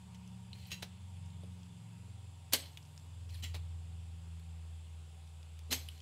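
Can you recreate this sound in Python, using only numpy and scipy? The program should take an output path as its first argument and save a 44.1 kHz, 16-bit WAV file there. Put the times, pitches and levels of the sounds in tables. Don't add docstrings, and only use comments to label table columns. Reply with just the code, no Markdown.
import sys
import numpy as np
from scipy import signal
from scipy.fft import rfft
from scipy.io import wavfile
from scipy.ndimage import uniform_filter1d

SR = 44100
rng = np.random.default_rng(int(sys.argv[2]) if len(sys.argv) > 2 else 0)


def amplitude_ratio(level_db):
    exponent = np.asarray(level_db, float) / 20
    return 10 ** exponent


def to_wav(s):
    ch = np.atleast_2d(s).T
    pcm = np.round(np.clip(ch, -1, 1) * 32767)
    wavfile.write(sys.argv[1], SR, pcm.astype(np.int16))


N = 265080

# frequency in Hz, density in dB per Hz.
SCRAPE = [(240, -32), (400, -43), (1560, -19), (1930, -4.5), (2430, -11), (3020, 0.5), (3690, -9),
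          (4050, -5.5), (4650, -8.5), (9920, -18), (15000, -20), (16000, -28)]
# frequency in Hz, level in dB, t60 in seconds.
CATCH_FIRST = [(1990, -3, 0.091), (2720, 5.5, 0.046), (3030, -7, 0.035), (3210, -5, .06),
               (4020, 5.5, 0.047), (4770, -8.5, .05), (5600, -9, 0.028), (5940, -9, .04), (6660, -6, 0.045)]
CATCH_SECOND = [(1983, -3, 0.062), (2128, -6, 0.07), (3005, -2, 0.04), (3310, 1.5, 0.042), (3500, -5, .03),
                (4060, -10, 0.035), (4380, -9, .05), (5270, -6, 0.045), (6180, -14, .05), (7500, -6, .05)]
GLINT_HZ = 14000


def evened(x):
    return x / np.sqrt(np.mean(x ** 2) + 1e-20)


def smoothed_noise(shape, size, passes=1):
    wander = rng.standard_normal(shape)
    for _ in range(passes):
        wander = uniform_filter1d(wander, size=size)
    return evened(wander)


def read(points, hz):
    f, value = np.transpose(points)
    return np.interp(np.log(hz + 1), np.log(f + 1), value)


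def resonate(x, hz, width_hz):
    turn = np.exp(2j * np.pi * np.cumsum(hz * np.ones(len(x))) / SR)
    r = np.exp(-np.pi * width_hz / SR)
    return 2 * (turn * signal.lfilter([1 - r], [1, -r], x / turn + 1e-18)).real


def colour(points):
    hz = abs(np.fft.fftfreq(4096, 1 / SR))
    log_gain = np.log(amplitude_ratio(np.maximum(read(points, hz), -80)))
    taps = np.fft.ifft(np.exp(np.conj(signal.hilbert(log_gain)))).real[:2048]
    return taps / np.linalg.norm(taps)


def add(mix, s, sound):
    part = mix[round(s * SR):][:len(sound)]
    part += sound[:len(part)]


def rings(modes, rough=0.7):
    t = np.arange(SR // 4) / SR
    taps = np.zeros(len(t))
    for hz, db, t60 in modes:
        beat = 1 + rough * smoothed_noise(len(t), 180, passes=2)
        taps += amplitude_ratio(db - 60 * t / t60) * np.sin(2 * np.pi * hz * t) * beat
    return taps / np.linalg.norm(taps)


def burst(db, rise, t60, grit_db):
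    t = np.arange(SR // 4) / SR
    swell = amplitude_ratio(db - 6 - 60 * np.maximum(t - rise, 0) / t60) * np.minimum(t / rise, 1) ** 2
    grit = rng.standard_normal(len(t)) * amplitude_ratio(grit_db * smoothed_noise(len(t), 30))
    return swell * grit * np.linalg.norm(swell) / np.linalg.norm(swell * grit)


def struck(rows, spectrum, modes, ring_db, grit_db):
    drive = np.zeros(N)
    for s, db, rise, t60 in rows:
        add(drive, s, burst(db, rise, t60, grit_db))
    power = uniform_filter1d(abs(rfft(drive)) ** 2, size=500)
    share_db = np.clip(-10 * np.log10(power / power.mean()), -6, 6)
    shared_modes = [(hz, db + share_db[round(hz * N / SR)], t60) for hz, db, t60 in modes]
    body = amplitude_ratio(ring_db) * rings(shared_modes)
    hz = np.fft.rfftfreq(N, 1 / SR)[::100]
    add(body, 0, colour(np.transpose([hz, read(spectrum, hz) + share_db[::100]])))
    return signal.oaconvolve(drive, body)[:N]


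def tick(db, body_hz, tip_hz, tip_db, t60, sharpness=4.2):
    hit = burst(0, 0.0006, t60, grit_db=4.0)[:round(t60 * SR)]
    hit = np.append(hit, np.zeros(600))
    hit[4] += 2.5
    body, tip = (resonate(resonate(hit, hz, hz / sharpness), hz, hz / sharpness) for hz in (body_hz, tip_hz))
    return amplitude_ratio(db) * (body / abs(body).max() + amplitude_ratio(tip_db) * tip / abs(tip).max())


def noise(shape_db, patchy_db):
    hz = np.fft.rfftfreq(2048, 1 / SR)
    a, b, patches = rng.standard_normal((N // 512 + 5, len(hz), 3)).T
    patches = uniform_filter1d(uniform_filter1d(patches, size=20, axis=0), size=8, axis=1)
    z = (a + 1j * b) * amplitude_ratio(shape_db(hz)[:, None] + patchy_db * evened(patches))
    return evened(signal.istft(z, nperseg=2048, noverlap=1536)[1][:N])


def engine():
    # time in seconds, firing rate in Hz.
    speed = [(0, 22.98), (1, 22.58), (3.5, 20.89), (5, 20.27), (6.01, 20.01)]
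    swells = {4: [(.58, -53, 0.11), (1.3, -47.5, 0.34), (1.7, -60, 0.2), (2.1, -51, 0.24),
              (2.55, -54, 0.24), (3.55, -43.5, 0.39), (4.35, -49, 0.37), (4.8, -52.5, 0.25),
              (5.3, -52, 0.35), (5.78, -49, .25)], 5: [(.45, -54.5, 0.41), (1.4, -56.5, 0.3),
              (2.05, -52.5, 0.25), (2.6, -63, 0.16), (3.3, -56, 0.32), (4.05, -56.5, 0.28),
              (5.8, -66.5, 0.17)], 7: [(.1, -68, .3), (.75, -63, 0.16), (1.3, -57, 0.14),
              (1.83, -59.5, 0.17), (2.4, -64.5, 0.17), (2.92, -59.5, 0.25), (3.6, -61, 0.31),
              (5.0, -66.5, 0.7), (5.8, -67, 0.25)], 8: [(.28, -54, 0.26), (.8, -58.5, .15),
              (1.55, -56, 0.35), (2.0, -64.5, 0.12), (2.7, -70.5, 0.35), (3.6, -68.5, 0.41),
              (4.3, -59, 0.32), (5.3, -69, 0.91)]}
    faint_orders = {3: [(3, -83, 3.5)], 6: [(1.1, -68.5, 0.91)], 9: [(.3, -67, 0.8), (1.5, -71, .5),
                    (2.05, -75, 0.17), (4.5, -79.5, 1.8)], 11: [(4.3, -88, 1)], 12: [(1.9, -74, 0.74),
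                    (3.1, -77, 0.26), (4.1, -78, 0.66)]}
    motors = {81: [(.3, -60, 1.05)], 116: [(3.7, -90, 1)]}
    null_order, null_s, null_width_s = 4, 1.857, 0.24
    flutter_db = 1.05
    t = np.arange(N) / SR
    turns = 2 * np.pi * np.cumsum(np.interp(t, *np.transpose(speed))) / SR
    lines = [(order * turns, rows) for order, rows in {**swells, **faint_orders}.items()]
    lines += [(2 * np.pi * hz * t, rows) for hz, rows in motors.items()]
    out = np.zeros(N)
    for angle, rows in lines:
        level = sum(amplitude_ratio(db) / 2 ** (((t - s) / width) ** 2) for s, db, width in rows)
        if rows is swells[null_order]:
            level = level * np.tanh((t - null_s) / null_width_s)
        level = level * amplitude_ratio(flutter_db * smoothed_noise(N, 3000, passes=2))
        out += np.sqrt(2) * level * np.cos(angle + 2 * np.pi * rng.random())
    return out


def housing(hz):
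    # frequency in Hz, density in dB per Hz.
    trend = [(180, -15), (300, -6.5), (420, -1), (671, -4.5), (793, -3.5), (1070, -4.5), (1290, -7),
             (1830, -11), (2930, -2.5), (4030, -8), (4770, -13.5), (6240, -15), (7500, -6.5), (14000, -23),
             (15200, -28), (16500, -71)]
    # frequency in Hz, width in Hz, lift in dB.
    resonances = [(777, 43, 8), (2580, 110, 1.5), (3040, 140, -1), (3470, 150, 4), (4050, 180, -4),
                  (4430, 310, 2), (4870, 280, 7.5), (7500, 350, 1.5), (8670, 260, -12), (8860, 330, 8.5),
                  (9440, 110, -5), (10600, 430, 1), (11300, 600, 2), (12400, 2400, -4.5)]
    ripple_db = 1.3 * smoothed_noise(len(hz), 4) * np.minimum(hz / 4000, 1)
    lifts = sum(db / (1 + (2 * (hz - f) / width) ** 2) for f, width, db in resonances)
    return read(trend, np.minimum(hz, 15000.)) + lifts + ripple_db


def fan():
    # frequency in Hz, density in dB per Hz.
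    rumble_shape = [(15, -56), (45, -28), (80, -0.5), (105, 3), (130, -1.5), (170, -5), (215, -9.5),
                    (300, -22.5), (420, -19), (900, -89)]
    # time in seconds, level in dB.
    whine_level = [(0, -72.5), (2.4, -76), (6.01, -87.5)]
    hiss_db, rumble_db, rumble_fade_db_per_s = -66, -64.5, 0.87
    t = np.arange(N) / SR
    hiss = noise(housing, patchy_db=1.15)
    rumble = noise(lambda hz: read(rumble_shape, hz), patchy_db=1.0)
    whine = evened(resonate(rng.standard_normal(N), hz=932., width_hz=26.))
    out = amplitude_ratio(hiss_db) * hiss
    out += amplitude_ratio(rumble_db - rumble_fade_db_per_s * t) * rumble
    return out + amplitude_ratio(np.interp(t, *np.transpose(whine_level))) * whine


def touches():
    # start in seconds, board level in dB, tip over board in dB, t60 in seconds.
    contacts = [(0.1464, -50.5, -5.5, 0.012), (0.15, -55, 1, .03), (1.6315, -54.5, 1, 0.015),
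                (2.773, -40.5, -5.5, 0.018), (2.8277, -63.5, 12, 0.0091), (2.8509, -64, 10, .05),
                (2.9776, -49, 7.5, 0.0047), (2.997, -61, 6, .0069), (3.021, -67, 0, .01),
                (3.2917, -54, 1, 0.06), (3.2967, -56, 0, .03), (5.2744, -61, 4, .015),
                (5.4298, -51.5, -1, 0.0091), (5.5918, -48.5, 1, 0.0079), (5.979, -60, 3, 0.017),
                (6.003, -48.5, -4, .019)]
    board_hz, nozzle_hz = 3200, 5160
    out = np.zeros(N)
    for s, db, tip_db, t60 in contacts:
        add(out, s, tick(db, board_hz, nozzle_hz, tip_db, t60, sharpness=1.9))
    return out


def loose_parts():
    # start in seconds, peak in dB, body frequency in Hz, t60 in seconds.
    metal = [(.2763, -54.5, 5970, 0.011), (1.168, -58, 3420, .015), (1.26, -60, 6070, .015),
             (1.303, -60, 4100, .015), (1.4355, -55.5, 4030, .008), (1.4415, -58, 3200, .01),
             (3.3432, -48.5, 4500, .035), (3.35, -51.5, 3600, .06), (4.396, -62, 4200, .04),
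             (5.887, -38.5, 2900, 0.013), (2.7735, -53.5, 2650, 0.045), (.532, -54, 7500, 0.022),
             (3.345, -58.5, 1700, .033)]
    # start in seconds, peak in dB, body frequency in Hz, t60 in seconds.
    glints = [
        (2.5342, -21.5, 12900, 0.02),
        (4.397, -68, 12000, .04),
        (.1462, -64, 10000, .006),
        (.277, -69, 11000, .006),
        (.67, -56, 12500, .08),
        (2.7728, -59, 7850, 0.087),
        (5.591, -56, 10500, .008),
        (5.8872, -47, 4760, 0.0074),
    ]
    # start in seconds, peak in dB, body frequency in Hz, t60 in seconds.
    rod = [
        (.5307, -41, 3800, 0.035),
        (.585, -61, 4200, .05),
        (.6285, -56, 3700, .04),
        (.654, -52, 4200, .07),
        (.553, -59, 2500, .04),
        (3.538, -54, 4600, .04),
    ]
    out = np.zeros(N)
    for rows, tip_hz, tip_db in ((metal, 10000, -4.5), (glints, GLINT_HZ, -1), (rod, 3050, -3)):
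        for s, db, hz, t60 in rows:
            add(out, s, tick(db, hz, tip_hz, tip_db, t60))
    return out


def pings():
    # start in seconds, peak in dB, frequency in
    # Hz, t60 in seconds.
    short_tones = [(.531, -52, 4180, .06), (3.438, -46, 3050, .04), (5.706, -42, 4050, .05),
                   (5.72, -35, 4150, 0.049), (2.5344, -23.5, 4320, .03), (2.552, -40, 8100, .02),
                   (2.563, -35, 8040, .025), (2.593, -44, 8060, 0.032), (2.605, -48, 8060, .03),
                   (2.607, -54, 6470, .06), (2.619, -46, 8060, 0.031), (2.717, -60, 8060, .03),
                   (5.734, -30, 6350, 0.035), (5.749, -44, 8050, 0.059), (5.771, -54.5, 6350, .05),
                   (5.789, -46, 8050, .025), (5.794, -52, 6360, 0.036), (5.802, -51, 8000, .025),
                   (5.812, -58, 6330, .04)]
    # start in seconds, peak in dB, frequency in Hz, t60 in seconds.
    bench = [
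        (1.4353, -48, 397, .025),
        (1.4355, -58, 560, .015),
        (2.534, -45, 254, 0.16),
        (2.534, -51, 220, 0.12),
        (2.537, -42, 560, 0.063),
        (3.428, -53, 207, 0.11),
        (3.431, -54.5, 253, 0.13),
        (5.716, -42.5, 258, 0.17),
        (5.717, -51, 221, 0.13),
    ]
    out, t = np.zeros(N), np.arange(SR // 6) / SR
    for s, db, hz, t60 in short_tones + bench:
        add(out, s, amplitude_ratio(db - 60 * t / t60) * np.minimum(t / 0.0004, 1) * np.sin(2 * np.pi * hz * t))
    return out


def slide(start, length, rub_db, from_hz, to_hz, squeak_db, swell_db):
    # frequency in Hz, width in Hz, lift in dB.
    groove = [(2540, 250, 0), (3050, 750, -6), (4150, 140, 2.5), (6800, 540, -15)]
    rise_s, fall_s, edge_floor_db = 0.015, 0.032, -30
    t = np.arange(0, length, 1 / SR)
    pressure = (t / length) ** 2
    fade = np.maximum(1 - t / rise_s, 1 - (length - t) / fall_s)
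    edge_db = edge_floor_db * np.maximum(fade, 0)
    rub, leak = rng.standard_normal((2, len(t)))
    rub = rub * amplitude_ratio(2.5 * smoothed_noise(len(t), 150))
    wall = sum(amplitude_ratio(lift_db) * evened(resonate(rub, hz, width)) for hz, width, lift_db in groove)
    rubbed = evened(signal.oaconvolve(rub, colour(SCRAPE))[:len(t)] + amplitude_ratio(-4.0) * wall)
    squeak = evened(resonate(leak, from_hz + (to_hz - from_hz) * pressure, 1800.))
    squeak_level_db = squeak_db - swell_db * (2.5 - np.sqrt(pressure))
    return start, amplitude_ratio(edge_db) * (amplitude_ratio(rub_db) * rubbed + amplitude_ratio(squeak_level_db) * squeak)


def slides():
    # (sounds 25 dB lower at the start, 15 dB lower at the end).
    strokes = [
        (0.535, 0.21, -64, 9000, -69),
        (3.289, .145, -64, 10800, -53),
    ]
    # start in seconds, length in seconds, rub level in dB, squeak level in dB.
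    grips = [
        (2.737, 0.36, -97, -81),
        (5.858, 0.17, -68.5, -77),
    ]
    top_hz, rest_hz = 14500, 11500
    out = np.zeros(N)
    for s, length, db, hz, squeak_db in strokes:
        add(out, *slide(s, length, db, hz, top_hz, squeak_db, swell_db=10))
    for s, length, db, squeak_db in grips:
        add(out, *slide(s, length, db, rest_hz, rest_hz, squeak_db, swell_db=0))
    return out


def latches():
    # start in seconds, peak in dB, rise in seconds, t60 in seconds.
    first = [
        (.7045, -46, 0.002, 0.15),
        (.709, -44, 0.004, 0.28),
        (.7155, -32, 0.0016, 0.054),
        (.722, -37.5, 0.0025, 0.099),
        (.737, -48, .003, 0.12),
    ]
    # start in seconds, peak in dB, rise in seconds, t60 in seconds.
    second = [
        (3.423, -45, 0.0013, 0.13),
        (3.428, -40, 0.0047, 0.23),
        (3.4345, -34, 0.0018, .04),
        (3.4395, -34, 0.0016, 0.047),
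        (3.452, -49, 0.0038, 0.15),
    ]
    out = struck(first, SCRAPE, CATCH_FIRST, ring_db=-1.0, grit_db=4.0)
    return out + struck(second, SCRAPE, CATCH_SECOND, ring_db=-3.5, grit_db=-2.0)


def thumps():
    # start in seconds, peak in dB, frequency in Hz, t60 in seconds.
    knocks = [(1.434, -58, 380, 0.014), (1.441, -59, 490, 0.0099), (2.534, -49, 110, .06),
              (2.537, -41.5, 436, 0.018), (2.535, -48, 824, .025), (3.423, -57, 120, 0.069),
              (3.545, -65, 290, 0.025), (0.78, -66, 335, 0.018), (.72, -64, 340, 0.045),
              (4.27, -64, 360, 0.034), (5.695, -51.5, 235, 0.033), (5.713, -49, 271, 0.032),
              (5.724, -48, 930, 0.06), (5.721, -57, 110, 0.11), (2.536, -47, 1040, 0.05)]
    out = np.zeros(N)
    for s, db, hz, t60 in knocks:
        add(out, s, tick(db, hz, 1.433 * hz, tip_db=-3, t60=t60, sharpness=5.1))
    return out


def stops():
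    # start in seconds, peak in dB, rise in seconds, t60 in seconds.
    first = [
        (.82, -40.5, 0.0041, 0.062),
        (.825, -31, 0.001, 0.024),
        (.8283, -29, 0.00084, 0.026),
        (.833, -41, 0.0017, 0.049),
        (.84, -52, 0.0032, 0.12),
    ]
    # start in seconds, peak in dB, rise in seconds, t60 in seconds.
    second = [
        (3.536, -41, 0.0093, 0.076),
        (3.5475, -33.5, .0015, 0.032),
        (3.551, -40.5, 0.0018, 0.053),
        (3.56, -50.5, 0.0046, 0.094),
    ]
    # frequency in Hz, density in dB per Hz.
    knock_first = [(180, -30), (300, -9.5), (842, -7), (1190, -18), (1560, -9.5), (2030, -11.5), (4090, -6),
                   (4440, -10.5), (5700, -11), (7320, -19), (9240, -19.5), (16000, -26)]
    knock_second = [(180, -26), (300, -7), (701, -6), (856, -4.5), (1190, -13), (1720, -14), (2210, -6.5),
                    (3190, -9), (3890, -3.5), (5610, -15), (15000, -23), (16000, -24)]
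    out = struck(first, knock_first, CATCH_FIRST, ring_db=-14, grit_db=1.5)
    return out + struck(second, knock_second, CATCH_SECOND, ring_db=-17, grit_db=4.0)


def shots():
    # start in seconds, peak in dB, rise in seconds, t60 in seconds.
    clean = [
        (2.52, -45, 0.0031, 0.055),
        (2.5235, -31, 0.0017, 0.17),
        (2.5338, -12, 0.00045, 0.016),
        (2.5362, -17, 0.00059, 0.068),
        (2.55, -43.5, 0.0079, 0.37),
        (2.554, -33, 0.00064, 0.026),
        (2.564, -34, .001, 0.011),
    ]
    # start in seconds, peak in dB, rise in seconds, t60 in seconds.
    clogged = [(5.704, -49, 0.0025, 0.039), (5.7065, -34, 0.0041, 0.21), (5.7105, -43, .001, 0.048),
               (5.7172, -26.5, 0.00071, 0.015), (5.7205, -30, 0.0033, 0.048), (5.7235, -26, 0.00053, 0.039),
               (5.726, -20.5, 0.00081, 0.041), (5.7285, -21.5, 0.0011, 0.032), (5.7325, -31, 0.00092, 0.08),
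               (5.739, -33, .002, 0.055), (5.748, -38, .004, 0.12), (5.76, -44, 0.0023, 0.046),
               (5.74, -45, .005, 0.52)]
    # frequency in Hz, density in dB per Hz.
    clean_shape = [(180, -19.5), (300, -4), (574, -5), (700, -9.5), (950, -6), (1410, -15), (1560, -6.5),
                   (2210, -3.5), (2650, -4.5), (2880, 2), (3700, -2), (4020, 3.5), (5160, -2), (6410, -3),
                   (8640, -5), (13100, -7.5), (16000, -33)]
    clogged_shape = [(180, -19), (300, -7), (520, -5.5), (656, -9.5), (856, -8), (1250, -12.5), (1390, -15),
                     (1580, -6.5), (2840, -0.5), (3580, -0.5), (4910, -0.5), (5250, -3.5), (6410, -2.5),
                     (9550, -9.5), (13300, -5), (16000, -25)]
    # frequency in Hz, level in dB, t60 in seconds.
    barrel = [(2180, 3, 0.11), (2830, -13.5, 0.065), (3120, 8, 0.093), (3370, -5, 0.087),
              (3800, -17, 0.038), (4160, 1, 0.08), (4370, 4, 0.024), (4600, 1, 0.071), (5600, 3, 0.04),
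              (6300, 0, 0.088), (7800, -11, 0.055), (11000, -1, 0.05), (12000, -4, 0.05), (13000, 3, .07)]
    out = struck(clean, clean_shape, barrel, ring_db=-11, grit_db=1.5)
    return out + struck(clogged, clogged_shape, barrel, ring_db=-10.5, grit_db=0.5)


def tremble():
    # start in seconds, peak in dB, rise in seconds, t60 in seconds.
    shakes = [
        (2.575, -51, .01, .15),
        (2.598, -51, .003, .12),
        (2.62, -53, .008, 0.18),
        (2.645, -55.5, .01, .25),
        (2.675, -63, .008, .15),
        (2.72, -63, 0.011, .15),
        (5.77, -55, .01, 0.17),
        (5.8, -64, .01, .25),
    ]
    # frequency in Hz, level in dB, t60 in seconds.
    rod_modes = [(2780, -9, .04), (3230, -7, .06), (3480, -2, .06), (3850, -8, .03), (4180, -2, .04),
                 (4290, -1, .04), (4500, -2, .03), (4720, -5, .05), (4910, -9, .04), (5200, -8, .04),
                 (6350, -10, .05)]
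    return struck(shakes, SCRAPE, rod_modes, ring_db=2.5, grit_db=5.0)


def settling_coil():
    end_s, last_gap_s, shrink = 2.761, .0135, .89
    out = np.zeros(N)
    for s in end_s - np.cumsum(last_gap_s * shrink ** np.arange(12)):
        add(out, s, tick(-66, 12800, GLINT_HZ, tip_db=-6, t60=.008, sharpness=6.5))
    return out


def room(x, gap_s=0.0036):
    # frequency in Hz, t60 in seconds.
    decay = [(200, 0.57), (1000, 0.38), (3500, 0.26), (8000, 0.22), (14000, 0.22)]
    taps = np.zeros(SR // 2)
    at = np.arange(round(gap_s * SR), SR // 2 - 20, 12)
    taps[at + rng.integers(0, 12, len(at))] = rng.choice([-1., 1.], len(at))
    hz, t, z = signal.stft(taps, SR, nperseg=256)
    tail = signal.istft(z * amplitude_ratio(-60 * t / read(decay, hz)[:, None]), SR, nperseg=256)[1]
    return signal.fftconvolve(x, tail / np.linalg.norm(tail))[:N]


def scene():
    tool = touches() + loose_parts() + pings() + slides() + latches() + thumps()
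    tool += stops() + shots() + tremble() + settling_coil()
    return (tool + amplitude_ratio(-14.5) * room(tool) + engine() + fan())[None]


def low_pass(x):
    return signal.sosfilt(signal.butter(12, 16670, fs=SR, output="sos"), x)


def record(dry):
    edge_hz, top_hz, open_db, shut_db = 15760, 16620, -58., -30.
    wide, narrow = (signal.oaconvolve(dry, signal.firwin(1023, hz, fs=SR)[None], "same")
                    for hz in (top_hz, edge_hz))
    top = wide - narrow
    level_db = 10 * np.log10(abs(uniform_filter1d(top ** 2, size=400)) + 1e-14)
    gate = amplitude_ratio(np.clip(3 * (level_db - open_db), shut_db, 0))
    return low_pass(narrow + gate * top)


dry = scene()
out = record(dry)
to_wav(out)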